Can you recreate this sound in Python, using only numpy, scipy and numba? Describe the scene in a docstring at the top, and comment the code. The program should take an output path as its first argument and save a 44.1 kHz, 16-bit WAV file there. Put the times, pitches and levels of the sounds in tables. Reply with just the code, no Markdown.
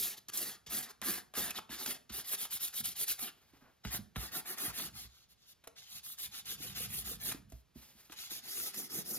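"""First comes a gritty hiss: folded sandpaper rubbed back and forth over a leather boot, close to a phone.
On each stroke the grit rasps over the leather and shakes the hollow boot. The paper taps as it lands
and squeaks where its edge catches. Bumps make the boot thump, and shifting fingers make it rumble.
Soft, airy rustles come in the pauses between runs of strokes.
The small workshop adds a short echo and a faint, steady rush of air."""
import sys
import numpy as np
from scipy import signal
from scipy.fft import rfft, irfft, next_fast_len
from scipy.io import wavfile
from numba import njit

SR = 44100
rng = np.random.default_rng(int(sys.argv[2]) if len(sys.argv) > 2 else 0)


def wrap_up_sound(samples):
    """Save the sound to the file named by the first command line argument, as 16-bit audio."""
    columns = np.atleast_2d(samples).T
    # keep every value between -1 and 1, then stretch to whole-number steps
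    tamed = np.clip(columns, -1, 1)
    steps = np.round(tamed * 32767).astype(np.int16)
    wavfile.write(sys.argv[1], SR, steps)


N = 404838
TIME = np.arange(N) / SR

# Two terms: t60 is the time a sound takes to fade by 60 dB; a higher Q means a sharper, longer ring.
# passes of the paper: start/s, end/s, fastest moment/share of the stroke, level/dB, rasp boost/dB
PAPER_STROKES = [(-0.07, 0.166, 0.35, -32, -9.5), (0.162, 0.196, 0.67, -51, -1),
                 (0.281, 0.303, 0.85, -49.5, 2.5), (0.314, 0.577, 0.27, -36.5, -7.5),
                 (0.662, 0.703, 0.09, -59.5, 10), (0.685, 0.889, 0.32, -35.5, -8),
                 (0.881, 0.924, 0.57, -54, -0.5), (1.017, 1.225, 0.31, -33.5, -9),
                 (1.336, 1.523, 0.35, -33.5, -6), (1.489, 1.517, 0.75, -38.5, -7.5),
                 (1.538, 1.599, 0.75, -44.5, -2.5), (1.692, 1.801, 0.35, -46.5, -0.5),
                 (1.771, 1.887, 0.53, -40, -4.5), (1.85, 1.979, 0.28, -38, -4.5),
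                 (2.092, 2.126, 0.14, -62, 10), (2.109, 2.239, 0.48, -38.5, -7),
                 (2.233, 2.365, 0.8, -34.5, -8.5), (2.361, 2.482, 0.51, -37, -6.5),
                 (2.497, 2.591, 0.49, -34, -8.5), (2.591, 2.715, 0.34, -35, -8),
                 (2.721, 2.821, 0.81, -33.5, -8.5), (2.83, 2.944, 0.28, -35.5, -7.5),
                 (2.947, 3.054, 0.76, -32.5, -9), (3.059, 3.149, 0.6, -31.5, -8.5),
                 (3.176, 3.314, 0.32, -37, -8.5), (3.834, 3.94, 0.2, -58.5, 8),
                 (3.897, 3.987, 0.6, -35, -8), (4.148, 4.312, 0.47, -43, -4), (4.308, 4.418, 0.6, -36, -8),
                 (4.445, 4.565, 0.48, -38.5, -8.5), (4.558, 4.725, 0.55, -35, -8),
                 (4.714, 4.903, 0.54, -38, -5), (4.926, 5.087, 0.43, -47, -2.5),
                 (5.078, 5.276, 0.5, -67, 4.5), (5.28, 5.356, 0.44, -65.5, -2.5),
                 (5.364, 5.477, 0.7, -75, 9), (5.451, 5.54, 0.7, -58.5, -1), (5.752, 5.895, 0.34, -60.5, 6),
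                 (5.852, 6.012, 0.74, -47.5, -1.5), (6.019, 6.162, 0.61, -41.5, -8.5),
                 (6.167, 6.288, 0.62, -39.5, -6.5), (6.306, 6.428, 0.6, -46, -1),
                 (6.444, 6.567, 0.63, -39.5, -3), (6.57, 6.752, 0.46, -43.5, -2.5),
                 (6.735, 6.884, 0.62, -38, -3.5), (6.871, 7.04, 0.69, -36.5, -8.5),
                 (7.029, 7.177, 0.49, -38.5, -7), (7.185, 7.345, 0.61, -35.5, -7.5),
                 (8.09, 8.156, 0.67, -58, 2), (8.148, 8.301, 0.6, -46.5, 0.5),
                 (8.288, 8.415, 0.36, -40.5, -3.5), (8.411, 8.735, 0.67, -36.5, -6),
                 (8.723, 8.896, 0.37, -39.5, -6.5), (8.885, 9.041, 0.58, -36.5, -7),
                 (9.037, 9.199, 0.61, -36, -9.5)]
# the spot under the paper: t/s, scrape boost/dB, body boost/dB, wall pitch/Hz, left microphone's lead/ms
BOOT_SPOTS = [(.05, -11.5, -15, 255, 0.013), (.45, -8.5, -9, 235, 0.034), (1.1, -2.5, -4.5, 245, 0.043),
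              (1.6, -5.5, -8.5, 217, 0.048), (2.15, -9.5, -11.5, 220, 0.058),
              (2.55, -15, -21.5, 302, 0.055), (3.1, -15, -19, 252, 0.052), (3.25, -6.5, -9.5, 262, 0.065),
              (3.95, -7, -10, 245, 0.088), (4.6, -2, -9, 370, 0.11), (4.85, -10.5, -11, 197, 0.098),
              (5.3, -16.5, -31.5, 186, 0.11), (6.15, -17, -26, 318, 0.1), (6.6, -13.5, -16, 197, 0.11),
              (7.25, -10.5, -10, 224, 0.11), (8.25, -16, -26.5, 260, .12), (8.75, -11.5, -6, 322, 0.13),
              (9.15, -10.5, -3, 318, 0.135)]
# the paper's fold rings differently with each grip: t/s, pitch at full speed/Hz, ring level/dB
FOLD_RINGS = [(1.2, 4600, -17), (1.9, 3700, -8), (2.5, 3820, -11), (3.1, 3780, -8), (4.6, 4200, -7),
              (6.2, 3800, -8), (6.55, 3420, -6), (6.82, 2560, 7), (7.1, 3560, -5), (8.3, 4050, -10),
              (8.55, 5650, -2), (9.1, 5700, 10)]
# tone of the rubbing grit: f/Hz, level/dB
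GRIT_TONE = [(100, 2), (180, 4), (310, 4), (420, 5.5), (560, -6.5), (740, -1.5), (1020, -4.5), (1300, 1),
             (1850, 0), (2500, -3), (3600, 1.5), (4500, 1.5), (5800, -0.5), (7200, 2.5), (8600, -1),
             (10500, 6.5), (13000, 5), (16000, 6)]
# ranges of a stroke's hiss, rasp, scrape and body: low f/Hz, high f/Hz
LAYER_BANDS = [(7000, 15800), (2500, 7000), (650, 2500), (130, 650)]
# the stiff leather's rings: f/Hz, Q, level/dB
LEATHER_RINGS = [(728, 6.1, 2), (1164, 4.3, -2), (1806, 5.4, -2.5)]
# tone of the boot moving in the hand: f/Hz, level/dB
RUMBLE_TONE = [(20, -60), (40, -12), (60, 1.5), (85, -3.5), (125, -5), (190, -2.5), (400, -42.5),
               (2000, -101)]
# how much sound bounces off hands and bench: f/Hz, level/dB
SCATTER_TONE = [(200, -5.5), (700, -7), (4000, -6), (6500, -9.5), (9000, 4.5), (15000, -28)]
# tone of the workshop's air: f/Hz, level/dB
AIR_TONE = [(25, -21), (60, -4), (150, -7.5), (300, -17.5), (1000, -22.5), (4000, -23), (9000, -30),
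            (15000, -34)]
# how long the workshop echoes: f/Hz, t60/s
ECHO_FADE = [(150, 0.38), (1000, 0.34), (4000, 0.25), (9000, 0.32), (15000, 0.16)]
# tone of that echo: f/Hz, level/dB
ECHO_TONE = [(200, 4), (1000, 3.5), (4500, 2), (9000, 1), (16000, -4)]
# the paper lands or its edge catches: t/s, slap level/dB, scratch level/dB, slap t60/s
PAPER_TAPS = [(0.2844, -61, -38, .03), (.335, -62, -35, 0.06), (.373, -62, -29, 0.087),
              (0.6677, -55, -51, 0.034), (.7, -63, -44, .04), (1.0156, -38, -33, .022),
              (1.0235, -37, -47, 0.018), (1.3384, -41, -44, .02), (1.507, -40, -30.5, 0.021),
              (1.585, -38, -54, 0.026), (1.591, -35, -54, 0.021), (1.6926, -48.5, -63, 0.049),
              (1.8602, -39.5, -31.5, .043), (2.0986, -48, -60, .043), (2.333, -41.5, -44, 0.053),
              (2.451, -43.5, -39, 0.048), (2.742, -50.5, -41, .04), (2.8554, -48.5, -32, .043),
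              (3.012, -45, -40, 0.015), (3.08, -49.5, -31, 0.048), (3.192, -47, -39.5, 0.044),
              (3.85, -35, -61, 0.03), (3.946, -42, -54, .08), (4.159, -37, -58, 0.038),
              (4.164, -37, -40, 0.018), (4.583, -53, -36.5, 0.039), (4.797, -39.5, -63, 0.039),
              (5.639, -57.5, -60, 0.091), (5.673, -44.5, -41.5, 0.033), (6.185, -69, -42, 0.036),
              (6.456, -66, -44, .043), (7.32, -37.5, -34.5, 0.036), (7.5, -83, -58, .043),
              (7.521, -56, -52.5, 0.048), (8.097, -51, -74, .043), (8.12, -49, -46.5, 0.1),
              (8.742, -51, -41, 0.05)]
# tone of paper slapping leather: f/Hz, level/dB
SLAP_TONE = [(150, 1.5), (400, 1.5), (1200, 10), (2200, 5.5), (4000, 7), (5500, -37.5), (12000, -7)]
# the boot is bumped or gripped anew: t/s, thump level/dB, wall pitch/Hz, boom level/dB
BOOT_KNOCKS = [(0.673, -61, 149, -56.5), (1.023, -45, 218, -59), (1.08, -44, 240, -62),
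               (1.374, -39.5, 254, -62), (1.697, -44.5, 239, -57), (2.103, -45.5, 216, -49),
               (2.803, -46, 214, -69), (2.824, -46.5, 163, -67), (3.535, -55, 288, -67),
               (3.622, -55.5, 260, -74), (3.853, -34.5, 185, -38.5), (3.99, -41, 212, -48),
               (4.165, -34, 160, -36), (4.679, -41, 169, -51), (5.04, -66, 131, -52),
               (5.671, -48.5, 664, -78), (5.673, -47, 470, -76), (6.603, -46, 295, -66),
               (6.805, -47, 474, -70), (7.113, -46, 470, -70), (7.346, -39, 289, -53),
               (7.521, -52, 656, -70), (7.522, -50.5, 267, -43), (7.758, -43.5, 243, -52),
               (7.952, -61, 220, -68), (8.099, -50.5, 311, -70), (8.316, -49, 325, -78)]
# the rings of the boot's hollow: f/Hz, level/dB, t60/s
HOLLOW_RINGS = [(58.9, -6, 0.12), (117, -13.5, 0.098), (204, -25, 0.073), (421, -23, 0.068),
                (710, -34, 0.044)]
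# the hands shift their hold: start/s, end/s, level/dB
HAND_SHIFTS = [(1.35, 1.526, -62.5), (2.82, 2.918, -64), (3.9, 4.054, -55), (4.72, 5.11, -64),
               (5.92, 6.007, -68.5), (6.241, 6.31, -66.5), (6.36, 7.613, -57.5), (8.9, 9.25, -75)]
# the paper's edge catches and chatters: start/s, end/s, first pitch/Hz, last pitch/Hz, level/dB
EDGE_SQUEAKS = [(1.495, 1.519, 2520, 2420, -45), (1.55, 1.585, 4200, 3200, -41.5),
                (1.583, 1.591, 1300, 1150, -44), (3.262, 3.297, 3270, 2700, -47.5),
                (3.271, 3.29, 1470, 1260, -53.5), (6.22, 6.269, 3840, 3500, -50),
                (7.305, 7.328, 2600, 2440, -46.5)]
# soft, airy rustles in the pauses between runs of strokes: start/s, end/s, level/dB, treble boost/dB
SOFT_RUSTLES = [(3.287, 3.825, -67.5, -3.5), (3.52, 3.59, -60.5, -11), (3.596, 3.746, -58, -34),
                (7.265, 7.402, -54, -1), (7.485, 7.632, -70, 6.5), (7.741, 7.93, -61, 5),
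                (7.823, 8.197, -64, 3.5)]
# tone of those rustles: f/Hz, level/dB
RUSTLE_TONE = [(60, -12), (280, -11.5), (600, -11), (1400, -11), (4000, -10), (8000, -13.5), (16000, -13.5)]
# the part of the room's sound that the two microphones hear oppositely: f/Hz, level/dB
SIDE_TONE = [(60, -3.5), (250, -5), (600, 2.5), (6500, -14), (8300, -38), (9500, -2.5), (16000, -22)]
# how far the left microphone's wave runs ahead in the high treble: f/Hz, phase/radians
MIC_PHASE = [(8400, 3), (9600, 2.3), (11000, 1.1), (12000, .15), (13000, -.25), (14000, -1.2), (16000, -3)]
# the left microphone is weaker in the bass: f/Hz, left minus right level/dB
MIC_BALANCE = [(50, -3), (180, -4), (350, -4.5), (650, 1), (16000, -0.5)]

HISS_DB, RASP_DB, SCRAPE_DB, BODY_DB, ROCKING_DB = -3.5, -3, -4, -6, -29.5  # balance within a stroke
# layers grow as speed to these powers: hiss needs speed, but these go on while the paper slows
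RASP_POWER, SCRAPE_POWER, BODY_POWER = 0.58, 0.37, 0.42
STROKE_CURVE, PRESS_POWER = 1.635, 2.7  # higher values narrow the peaks of speed and of hand pressure
WALL_SPREAD, WALL_FALL, WALL_WANDER = 0.12, 1.44, 0.19  # octaves: between strokes, over one, wavering
FOLD_SAG, FOLD_WANDER = 0.19, 0.15  # octaves: drop at rest, wavering
LEATHER_WANDER = 0.11  # octaves
SNAGS_PER_S, SNAG_DB = 37, -17.5
STICK_S, STICK_SHARE, STUCK_DB, BITE_DB, BITE_S = 0.072, 0.088, 1, 3.5, 0.022
AIR_DB, ECHO_DB, SCATTER_STEP_S = -75.5, -15.5, 0.02
TAP_RISE_S = 0.0003  # the leather gives way under a tap
YIELD_OCTAVES, YIELD_S, KNOCK_T60_S, BOOM_RISE_S = 0.2, 0.024, 0.052, 0.019
SLIP_DB, SLIPS_PER_S = 1.5, 21  # how unevenly the fingers slip, and how often
CHATTER_HZ, CHATTER_OCTAVES, CHATTER_DB = 261, 0.3, 6  # a squeak's flutter: rate, wavering, depth
TOP_HZ = 15850


def undb(db):
    """Turn decibels into a number to multiply by."""
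    return 10 ** (np.asarray(db) / 20)


def unit(x):
    """Scale a sound to an average power of 1."""
    return x / np.sqrt(np.mean(x ** 2) + 1e-24)


def freqs(x):
    """The frequencies that make up x."""
    return np.maximum(np.fft.rfftfreq(x.shape[-1], 1 / SR), 1)


def lookup(table, hz):
    """Read a table by frequency, sliding between its rows evenly in pitch."""
    f, value = np.transpose(table)
    return np.interp(np.log(hz), np.log(f), value)


def at_time(table, s):
    """Read a table's columns at one moment."""
    when, *columns = np.transpose(table)
    return [np.interp(s, when, column) for column in columns]


def colour(x, table):
    """Give a sound the tone in a table of f/Hz, level/dB."""
    padded = np.pad(x, (0, next_fast_len(len(x), True) - len(x)))
    gain = undb(lookup(table, freqs(padded)))
    return irfft(rfft(padded) * gain, len(padded))[:len(x)]


def band(x, lo, hi, order=3):
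    """Keep the frequencies between lo and hi."""
    sections = signal.butter(order, [lo, min(hi, SR / 2 - 100)], "band", fs=SR, output="sos")
    return signal.sosfilt(sections, x)


def add(out, s, x):
    """Mix x into out, starting at s seconds."""
    i = int(s * SR)
    x = x[..., max(-i, 0):N - i]
    out[..., max(i, 0):max(i, 0) + x.shape[-1]] += x


def wander(n, rate):
    """Drift about 1 either side of zero, toward a new random value rate times a second."""
    return 1.2 * np.interp(np.arange(n) * rate / SR, np.arange(4096), rng.standard_normal(4096))


def hump(t, length, crest):
    """A smooth swell: from zero to 1 at the crest (a share of its length) and back to zero."""
    peak = np.clip(crest, .02, .98) * length
    return np.sin(np.pi / 2 * np.interp(t, [0, peak, length], [0, 1, 0]))


@njit
def resonate(x, hz, q):
    """Make x ring at a pitch that can keep moving."""
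    out, band_state, low_state = np.empty(len(x)), 0., 0.
    for i in range(len(x)):
        tuning = np.tan(np.pi * hz[i] / SR)
        ring = (band_state + tuning * (x[i] - low_state)) / (1 + tuning * (tuning + 1 / q))
        band_state = 2 * ring - band_state
        low_state += 2 * tuning * ring
        out[i] = ring / q
    return out


def sanding():
    """On each stroke the grit judders over the leather, shakes the boot and rocks it in the hand."""
    out = np.zeros((2, N))
    for start, end, crest, db, rasp_db in PAPER_STROKES:
        scrape_db, body_db, wall_hz, lead_ms = at_time(BOOT_SPOTS, (start + end) / 2)
        fold_hz, fold_db = at_time(FOLD_RINGS, (start + end) / 2)
        length = end - start
        t = TIME[:int(length * SR) + SR // 20]
        n = len(t)
        speed = hump(t, length, crest) ** STROKE_CURVE
        judder = wander(n, rate=328.2) + 2.13 * wander(n, rate=66.7)
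        fine = colour(grit(n, spread_db=4.5) * undb(0.58 * judder), GRIT_TONE)
        coarse = unit(colour(grit(n, spread_db=2.5) * undb(0.81 * judder), GRIT_TONE))

        shake = boot_shake(coarse, wall_hz, speed, progress=np.minimum(t / length, 1))
        fold = undb(fold_db) * fold_ring(coarse, fold_hz, speed)
        layers = fine, coarse + fold, leather_scrape(coarse), shake
        hiss, rasp, scrape, body = (unit(band(x, *edges)) for x, edges in zip(layers, LAYER_BANDS))
        rocking = unit(colour(rng.standard_normal(n), RUMBLE_TONE))
        catches = unit(undb(1.4 * wander(n, rate=48.3)))

        rough = speed ** RASP_POWER * (undb(RASP_DB) * rasp + undb(SNAG_DB) * snags(n))
        rough += undb(scrape_db + SCRAPE_DB) * speed ** SCRAPE_POWER * catches * scrape
        boot = speed ** BODY_POWER * (undb(body_db + BODY_DB) * body + undb(ROCKING_DB) * rocking)
        paper = bite(t, length) * (undb(HISS_DB) * speed * hiss + undb(rasp_db) * rough)
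        sound = undb(db) * (paper + undb(rasp_db) * boot)
        bounces = [scatter(colour(sound, SCATTER_TONE), t60=0.021) for _ in range(2)]
        add(out, start, microphones(sound, lead_ms) + all_around(*bounces))
    return out


def grit(n, spread_db):
    """Countless tiny cracks of very unequal size blend into noise."""
    return unit(rng.standard_normal(n) * undb(spread_db * np.clip(rng.standard_normal(n), -3, 3)))


def boot_shake(rubbing, hz, speed, progress):
    """The wall's ring sinks in pitch as the paper travels, and swells as the hand bears down."""
    octaves = WALL_SPREAD * rng.standard_normal() + WALL_FALL * (.4 - progress)
    octaves += WALL_WANDER * wander(len(rubbing), rate=29.6)
    ring = unit(wall_ring(rubbing, hz * 2 ** octaves, q=3.9))
    return ring * speed ** PRESS_POWER + 4.1 * rubbing


def wall_ring(x, hz, q):
    """The boot's leather wall rings briefly at one main pitch, with weaker ones on either side."""
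    return sum(undb(db) * resonate(x, hz * ratio, float(q))
               for ratio, db in [(.63, -9), (1, -1.5), (1.45, -10.5), (2.6, -5)])


def fold_ring(rubbing, hz, speed):
    """The paper's fold rings unsteadily, lower when the hand moves slowly."""
    octaves = FOLD_SAG * (speed - 1) + FOLD_WANDER * wander(len(rubbing), rate=30)
    return resonate(rubbing, hz * 2 ** octaves, q=5.8)


def leather_scrape(rubbing):
    """Scraped leather adds a few stiff rings that shift with the pressure of the hand."""
    shift = 2 ** (LEATHER_WANDER * wander(len(rubbing), rate=19.5))
    return rubbing + sum(undb(db) * resonate(rubbing, hz * shift, float(q)) for hz, q, db in LEATHER_RINGS)


def snags(n):
    """Single coarse grains snag on the leather with dry ticks."""
    snagged = rng.random(n) < SNAGS_PER_S / SR
    clicks = snagged * rng.uniform(0.45, 1, n) * np.sqrt(SR / SNAGS_PER_S)
    t = TIME[:SR // 100]
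    tick = band(rng.standard_normal(len(t)) * np.exp(-t / 0.0013), 1190, 2450, order=2)
    return signal.fftconvolve(clicks, tick / np.linalg.norm(tick))[:n]


def bite(t, length):
    """The paper sticks as a stroke starts, then gets louder for a moment as it breaks free."""
    since_free = t - min(STICK_S, STICK_SHARE * length)
    return undb(np.where(since_free < 0, STUCK_DB, BITE_DB * np.exp(-np.abs(since_free) / BITE_S)))


def scatter(x, t60):
    """Sound bounces off leather, hand and bench in a pattern that changes as the hand moves."""
    t, step = TIME[:SR // 32], int(SCATTER_STEP_S * SR)
    centres = np.arange(0, len(x) + step, step)[:, None]
    fades = np.sqrt(np.maximum(1 - np.abs(np.arange(len(x)) - centres) / step, 0))
    patterns = rng.standard_normal((len(centres), len(t))) * undb(-60 * t / t60)
    patterns /= np.linalg.norm(patterns, axis=1, keepdims=True)
    return signal.fftconvolve(x * fades, patterns, axes=1).sum(axis=0)[:len(x)]


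def room_air():
    """The workshop's air is a steady noise, strongest in the bass."""
    return unit(colour(rng.standard_normal(N), AIR_TONE))


def room_echo(x):
    """The workshop answers with a short echo whose highest treble fades first."""
    t, tail = TIME[:SR // 2], 0
    edges = np.geomspace(60, 16000, 9)
    for lo, hi in zip(edges, edges[1:]):
        decay = undb(-60 * t / lookup(ECHO_FADE, np.sqrt(lo * hi)))
        tail = tail + band(rng.standard_normal(len(t)), lo, hi) * decay * (t > .005)
    tail = colour(tail / np.linalg.norm(tail), ECHO_TONE)
    return signal.fftconvolve(x, tail)[:N]


def taps():
    """The stiff paper slaps the leather: a short dull crack with a scratch of grit."""
    out, t = np.zeros(N), TIME[:SR // 10]
    for s, slap_db, scratch_db, t60 in PAPER_TAPS:
        fade = undb(-60 * t / t60) * (1 - np.exp(-t / TAP_RISE_S))
        slap = unit(colour(grit(len(t), spread_db=2), SLAP_TONE))
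        scratch = unit(band(rng.standard_normal(len(t)), 5500, 12000, order=2))
        add(out, s, undb(slap_db) * slap * fade + undb(scratch_db) * scratch * fade ** 1.16)
    return microphones(out, lead_ms=0.057)


def knocks():
    """A soft blow thumps the wall, whose pitch sinks as the leather gives; the hollow booms after it."""
    out, t = np.zeros(N), TIME[:SR // 2]
    hollow = sum(undb(db - 60 * t / t60) * np.sin(2 * np.pi * hz * t) for hz, db, t60 in HOLLOW_RINGS)
    boom = hollow * (1 - np.exp(-(t / BOOM_RISE_S) ** 2))
    for s, db, wall_hz, boom_db in BOOT_KNOCKS:
        push = np.sin(2 * np.pi * np.minimum(t * wall_hz, 1))  # a single swing
        octaves = YIELD_OCTAVES * (np.exp(-t / YIELD_S) - .7)
        thump = wall_ring(push, wall_hz * 2 ** octaves, q=np.pi * wall_hz * KNOCK_T60_S / np.log(1000))
        add(out, s, undb(db) * thump / np.abs(thump).max() + undb(boom_db) * boom / np.abs(boom).max())
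    return microphones(out, lead_ms=.05)


def finger_rumble():
    """Fingers slip and catch on the boot with a low rumble."""
    out = np.zeros(N)
    for start, end, db in HAND_SHIFTS:
        t = TIME[:int((end - start) * SR)]
        slips = rng.standard_normal(len(t)) * undb(SLIP_DB * wander(len(t), SLIPS_PER_S))
        rumble = colour(slips, RUMBLE_TONE) * hump(t, end - start, crest=0.51)
        add(out, start, undb(db) * unit(rumble))
    return microphones(out, lead_ms=0.06)


def squeaks():
    """The paper's edge sticks and slips quickly, with a ring that sinks as the paper bends."""
    out = np.zeros(N)
    for start, end, first_hz, last_hz, db in EDGE_SQUEAKS:
        t = TIME[:int((end - start) * SR)]
        cycles = np.cumsum(CHATTER_HZ * 2 ** (CHATTER_OCTAVES * wander(len(t), rate=222))) / SR
        slips = rng.standard_normal(len(t)) * undb(CHATTER_DB * np.cos(2 * np.pi * cycles))
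        ring = resonate(slips, np.geomspace(first_hz, last_hz, len(t)), q=5.6)
        add(out, start, undb(db) * unit(ring) * hump(t, end - start, crest=0.78))
    return microphones(out, lead_ms=0.061)


def soft_rustle():
    """Soft, airy noise swells, flickers and fades in the pauses between runs of strokes."""
    out = np.zeros(N)
    for start, end, db, treble_db in SOFT_RUSTLES:
        t = TIME[:int((end - start) * SR)]
        flickering = rng.standard_normal(len(t)) * undb(2.1 * wander(len(t), rate=59.6))
        airy = unit(colour(flickering, RUSTLE_TONE))
        rustle = colour(airy, [(1500, 0), (8000, treble_db)])
        add(out, start, undb(db) * rustle * hump(t, end - start, crest=0.33))
    return microphones(out, lead_ms=0.06)


def microphones(x, lead_ms):
    """Sound reaches the left microphone first; in the high treble the phone itself sets the timing."""
    padded = np.pad(x, (0, next_fast_len(len(x) + 64, True) - len(x)))
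    by_direction = [(0, 0), (6700, 2 * np.pi * 6.7 * lead_ms)]
    phase = np.interp(freqs(padded), *np.transpose(by_direction + MIC_PHASE))
    left_right = np.exp(.5j * phase * np.array([[1], [-1]]))
    return irfft(rfft(padded) * left_right, len(padded))[:, :len(x)]


def all_around(shared, side):
    """Sound from all round: the microphones share one part and hear the other oppositely."""
    opposite = microphones(colour(side, SIDE_TONE), lead_ms=0.13) * np.array([[1], [-1]])
    return microphones(shared, lead_ms=0.036) + opposite


def scene():
    """The close sounds, their echoes and the air of the workshop."""
    close = sanding() + squeaks() + taps() + knocks() + finger_rumble() + soft_rustle()
    echoes = all_around(room_echo(close[0]), room_echo(close[0]))
    air = all_around(room_air(), room_air())
    return close + undb(ECHO_DB) * echoes + undb(AIR_DB) * air


def record(dry):
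    """The phone hears less bass on the left than on the right, and cuts the highest treble."""
    left = colour(dry[0], [(hz, db / 2) for hz, db in MIC_BALANCE])
    right = colour(dry[1], [(hz, -db / 2) for hz, db in MIC_BALANCE])
    treble_cut = signal.ellip(10, .2, 70, TOP_HZ, fs=SR, output="sos")
    return signal.sosfilt(treble_cut, np.array([left, right]))


dry = scene()
out = record(dry)
wrap_up_sound(out)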